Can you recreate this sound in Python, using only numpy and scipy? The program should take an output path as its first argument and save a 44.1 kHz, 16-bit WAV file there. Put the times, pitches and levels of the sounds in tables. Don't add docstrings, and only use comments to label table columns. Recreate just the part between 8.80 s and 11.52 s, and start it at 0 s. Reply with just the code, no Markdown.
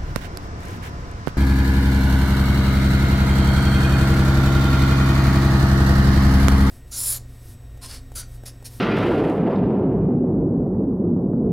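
import sys
import numpy as np
from scipy import signal
from scipy.fft import rfft, irfft, next_fast_len
from scipy.io import wavfile
from scipy.ndimage import uniform_filter1d, minimum_filter1d, map_coordinates

SR = 44100
rng = np.random.default_rng(int(sys.argv[2]) if len(sys.argv) > 2 else 0)


def waveform_to_disk(signal):
    frames = np.transpose(np.atleast_2d(signal))
    scaled = np.clip(frames, -1, 1) * 32767
    samples = np.round(scaled).astype(np.int16)
    wavfile.write(sys.argv[1], SR, samples)


N = 119952


def amp(db):
    return 10 ** (np.asarray(db) / 20)


def unit(x):
    return x / np.sqrt(np.mean(x ** 2) + 1e-20)


def along(points, hz):
    f, value = np.transpose(points)
    return np.interp(np.log(hz + 1), np.log(f + 1), value)


def curve(rows, t=None, column=1):
    rows = np.asarray(rows)
    times = np.arange(N) / SR if t is None else t
    return np.interp(times, rows[:, 0], rows[:, column])


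def wobble(rate):
    knots = rng.standard_normal(1024)
    return map_coordinates(knots, [np.arange(N) * rate / SR + 2], mode="mirror")


def filtered(x, response):
    size = next_fast_len(N + SR // 4)
    hz = np.fft.rfftfreq(size, 1 / SR)
    return irfft(rfft(x, size) * response(hz), size)[..., :N]


def swept(x, gain_db, size=1024):
    hz, t, bands = signal.stft(x, SR, nperseg=size)
    shaped = bands * amp(gain_db(hz[:, None] + 1, t))
    return signal.istft(shaped, SR, nperseg=size)[1][..., :N]


def noise(colour):
    # f/Hz, side relative to mid/dB
    side_width = [(35, -15), (65, -35), (160, -51), (330, -22.5), (600, -34), (1300, -24.5), (3000, -17.5),
                  (5000, -20), (9000, -11.5), (14000, -12.5)]
    mid, side = filtered(rng.standard_normal((2, N)), lambda hz: amp(along(colour, hz)))
    side = filtered(side, lambda hz: amp(along(side_width, hz)))
    return unit(np.array([mid + side, mid - side]))


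def wheels():
    # t/s, level/dB
    roll = [(0, -22), (.11, -22), (.3, -21), (.43, -16.5), (.57, -27), (.63, -14.5), (.73, -26),
            (.83, -15.5), (.91, -20), (1.0, -18.5), (1.15, -20), (1.27, -16.5), (1.47, -19), (1.58, -18),
            (1.9, -22), (1.98, -19.5), (2.16, -23.5), (2.3, -19), (2.55, -23), (2.68, -18.5)]
    # f/Hz, relative level/dB
    rumble_colour = [(20, -47.5), (50, -29.5), (74, -19), (98, -5), (165, -0.5), (270, -1), (400, -5),
                     (620, -20.5), (1000, -34.5), (1500, -50.5), (2200, -73), (4000, -89)]
    # t/s, level/dB
    boom_level = [(0, -48.5), (.12, -38), (.19, -45.5), (.27, -32), (.37, -41), (.5, -44), (.68, -46.5),
                  (.8, -40.5), (.86, -31.5), (.92, -40), (1.12, -36), (1.3, -31), (1.36, -38), (1.9, -38),
                  (2.16, -39.5), (2.45, -36), (2.51, -42), (2.69, -36)]
    # f/Hz, relative level/dB
    boom_colour = [(18, -28), (30, -19), (39, -17.5), (48, 1), (60, 1.5), (70, -11.5), (90, -32.5),
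                   (200, -91)]
    lift_db, shake_db, shakes_per_s = 0.5, 0.5, 46
    patchy_db = 1

    def patches(hz, t):
        field = rng.standard_normal((len(hz), len(t)))
        field = uniform_filter1d(field, size=4, axis=0)
        field = uniform_filter1d(field, size=5, axis=1)
        return patchy_db * unit(field)

    rumble = unit(swept(noise(rumble_colour), patches, size=2048))
    rumble_db = lift_db + curve(roll) + shake_db * wobble(shakes_per_s)
    boom = noise(boom_colour) * amp(curve(boom_level))
    return rumble * amp(rumble_db) + boom


def drone():
    # t/s, f/Hz, level/dB
    glide = [(0, 199.6, -27), (.17, 198.1, -29.5), (.3, 373.6, -23), (.37, 281.3, -23.5), (.45, 385.1, -22),
             (.55, 209.3, -28.5), (.62, 200.3, -20), (.74, 230, -28), (.82, 172.4, -19.5),
             (.87, 330.2, -29), (.95, 192.5, -27), (1.03, 278.5, -33), (1.07, 260, -22), (1.13, 225, -19.5),
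             (1.18, 171.3, -23), (1.25, 150, -19), (1.31, 230, -24.5), (1.38, 260.5, -20.5),
             (1.47, 200, -30.5), (1.54, 214.2, -29.5), (1.62, 300, -29), (1.71, 245, -33),
             (1.78, 164.5, -27.5), (1.86, 157.9, -23), (1.93, 190.1, -26), (2.03, 278, -22),
             (2.08, 278.2, -26.5), (2.15, 184.5, -26.5), (2.3, 168.5, -22), (2.41, 172.1, -26.5),
             (2.49, 226.3, -25.5), (2.59, 249.2, -24.5), (2.68, 172.8, -25.5)]
    waver, wavers_per_s, jitter_hz = .4, 50, 15
    hz = curve(glide) + jitter_hz * wobble(wavers_per_s)
    strength = 1 + waver * (wobble(wavers_per_s) + 1j * wobble(wavers_per_s))
    tone = np.real(strength * np.exp(2j * np.pi * np.cumsum(hz) / SR))
    return unit(tone) * amp(curve(glide, column=2))


def wind():
    # t/s, level/dB, brightness/dB per octave above the pivot
    gusts = [(0, -28, 1.2), (.08, -28, -2.5), (.25, -28.5, -3), (.33, -30.5, -3.5), (.4, -31, -3.5),
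             (.49, -34.5, -4.5), (.53, -40.5, -5.5), (.66, -34, -8.5), (.76, -37.5, -7.5),
             (.79, -38.5, -6.5), (.84, -36, -9.5), (.865, -43.5, -6), (1.15, -46.5, -11),
             (1.45, -56.5, -11.5), (1.85, -65.5, -10.5), (2.69, -75.5, -14.5)]
    # f/Hz, relative level/dB
    rush_colour = [(150, -43), (400, 4), (700, -2.5), (1100, -3), (1800, -4.5), (2700, -7), (3600, -13),
                   (4800, -19), (6200, -31), (9000, -59)]
    # f/Hz, half-width at half amplitude/Hz, relative level/dB
    housing = [(638, 21, -2.5), (1168, 20, -5), (1213, 6, -8.5), (1325, 9, -0.5), (1403, 3.5, 6.5),
               (1477, 6, -5.5), (1560, 7, -5), (2154, 5, -3), (2596, 9.5, -3), (2870, 8, -5.5),
               (3270, 10, -7), (3470, 5.4, -7.5), (3820, 15, -15)]
    # t/s, level/dB
    roar_level = [(0, -29.5), (.15, -28), (.3, -21), (.5, -23), (.58, -25.5), (.68, -24), (.85, -25.5),
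                  (1.1, -29), (1.5, -39), (2.69, -47.5)]
    # f/Hz, relative level/dB
    roar_colour = [(150, -40), (300, -8.5), (420, -2.5), (680, -10.5), (1000, -18), (2000, -50.5),
                   (4000, -92)]
    # t/s, level/dB
    hiss_level = [(0, -58), (.12, -63), (.28, -57.5), (.36, -58), (.49, -61.5), (.55, -68), (.7, -72.5),
                  (.9, -79), (2.69, -100)]
    # f/Hz, relative level/dB
    hiss_colour = [(2000, -20.5), (5000, 1), (8500, 0), (11000, -0.5), (13000, -4), (16000, -10)]
    pivot_hz, lift_db = 1236, 1.5
    flutter_db, flutters_per_s = -1.63, 100
    ring_db, ring_growth = -33, 1.17
    ripple_db, ripple_spacing_hz = 2.5, 21.56

    level_db = curve(gusts)

    def tilt(hz, t):
        octaves = np.log2(np.maximum(hz / pivot_hz, 1))
        return curve(gusts, t, column=2) * octaves

    def ripple(hz):
        heights = rng.standard_normal(size=4096)
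        return amp(ripple_db * map_coordinates(heights, [hz / ripple_spacing_hz], mode="mirror"))

    def modes(hz):
        return sum(amp(db) / (1 + ((hz - f) / width) ** 2) for f, width, db in housing)

    rush = unit(filtered(noise(rush_colour), ripple))
    rush = swept(rush, tilt) * amp(lift_db + level_db)
    ring = unit(filtered(rng.standard_normal(N), modes))
    ring = swept(ring, tilt) * amp(ring_db + ring_growth * (level_db - level_db.max()))
    roar = noise(roar_colour) * amp(curve(roar_level))
    hiss = noise(hiss_colour) * amp(curve(hiss_level))
    flutter = amp(flutter_db * wobble(flutters_per_s))
    return (rush + hiss) * flutter + ring + roar


def noise_floor():
    # f/Hz, relative level/dB
    floor_colour = [(1000, -7), (5000, -9.5), (9500, -10), (13000, -2), (16000, -5.5)]
    return amp(-74) * noise(floor_colour)


def taps(events, colour):
    scatter_db, scatter_t60_s = -21.5, 0.0024
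    size = 2048
    t = np.arange(size) / SR
    cepstrum = irfft(np.log(amp(along(colour, np.fft.rfftfreq(size, 1 / SR)))))
    fold = np.r_[1, np.full(size // 2 - 1, 2), np.zeros(size // 2)]
    body = np.exp(rfft(cepstrum * fold))
    out = np.zeros(N + size)
    for s, db in events:
        decay = np.exp(-np.log(1000) * t / scatter_t60_s)
        push = (t == 0) + amp(scatter_db) * rng.standard_normal(size) * decay
        tap = irfft(rfft(push) * body)
        out[round(s * SR):][:size] += amp(db) * tap / np.abs(tap).max()
    return out[:N]


def knocks():
    # t/s, peak level/dB
    knock_times = [(1.868, -43), (1.947, -39.5), (2.126, -40.5), (2.442, -44.5), (2.53, -43),
                   (2.534, -35.5)]
    # f/Hz, relative level/dB
    knock_colour = [(200, -8), (700, 8), (1400, -0.5), (2300, -20), (4000, -33.5), (9000, -53.5)]
    small_db, spread_db = -49.5, 7
    small = [(u * (N - 1) / SR, small_db + spread_db * (2 * v - 1)) for u, v in rng.random((30, 2))]
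    return taps(list(knock_times) + small, knock_colour)


def grit():
    # t/s, peak level/dB
    tick_times = [(.169, -32), (.172, -34.5), (.188, -27), (.257, -36.5), (.266, -34.5), (.291, -36),
                  (.499, -31.5), (.573, -41.5), (1.092, -49.5)]
    # f/Hz, relative level/dB
    tick_colour = [(1000, -18), (4500, 7.5), (8000, 5.5), (16000, -1)]
    return taps(tick_times, tick_colour)


def jolts():
    # t/s, peak level/dB
    bumps = [(0.374, -10), (.578, -18.5), (.669, -15), (.684, -20), (1.14, -23.5), (1.268, -27),
             (1.288, -22.5), (1.44, -24.5), (1.585, -27.5), (1.623, -23.5), (1.864, -24.5), (2.308, -33.5),
             (2.364, -26.5)]
    # f/Hz, relative level/dB, t60/s
    frame = [(414, 0, 0.12), (567, -1, 0.051), (649, 3.5, 0.03), (750, -12.5, 0.038), (955, -16, 0.01)]
    attack_s, level_spread_db, pitch_spread = .0013, 2, 0.044
    t = np.arange(SR // 8) / SR
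    attack = 1 - np.exp(-(t / attack_s) ** 2)
    out = np.zeros(N + len(t))
    for s, db in bumps:
        ring = np.zeros(len(t))
        for hz, mode_db, t60 in frame:
            strength = amp(mode_db + level_spread_db * rng.standard_normal())
            pitch = hz * (1 + pitch_spread * rng.standard_normal())
            ring += strength * np.exp(-np.log(1000) * t / t60) * np.sin(2 * np.pi * pitch * t)
        ring *= attack
        out[round(s * SR):][:len(t)] += amp(db) * ring / np.abs(ring).max()
    return out[:N]


def scuffs():
    # t/s of the onset, level/dB at the top of the burst
    slips = [(0.711, -56.5), (.752, -50.5), (.783, -59), (0.827, -58.5)]
    # f/Hz, relative level/dB
    scuff_colour = [(1000, -25), (2200, -2.5), (3400, -3), (3750, 3.5), (4100, -4), (4600, -3), (6000, -19),
                    (9000, -40.5)]
    rise_s, fall_s = 0.0069, 0.016
    t = np.arange(N) / SR
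    envelope = np.zeros(N)
    for s, db in slips:
        rise = np.clip((t - s) / rise_s, 0, 1)
        fall = np.exp(-np.maximum(t - s - rise_s, 0) / fall_s)
        envelope += amp(db) * rise * fall
    return noise(scuff_colour) * envelope


def scene():
    mix = wheels() + drone() + wind() + noise_floor()
    mix = mix + knocks() + grit() + jolts() + scuffs()
    balance_db = -.45
    return mix * amp([[balance_db / 2], [-balance_db / 2]])


def record(dry):
    threshold_db, share, average_s = -19.5, 0.63, 0.024
    limit_db, hold_s, top_hz = -9.3, .012, 15800
    span = int(average_s * SR)
    power = uniform_filter1d(uniform_filter1d(np.mean(dry ** 2, axis=0), span), span)
    level = np.sqrt(np.abs(power))
    even = dry * np.maximum(level / amp(threshold_db), 1) ** -share
    hold = int(hold_s * SR)
    needed = np.minimum(1, amp(limit_db) / (np.abs(even).max(axis=0) + 1e-9))
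    gain = minimum_filter1d(needed, hold)
    gain = uniform_filter1d(uniform_filter1d(gain, hold // 2), hold // 2)
    return filtered(even * gain, lambda hz: hz < top_hz)


dry = scene()
out = record(dry)
waveform_to_disk(out)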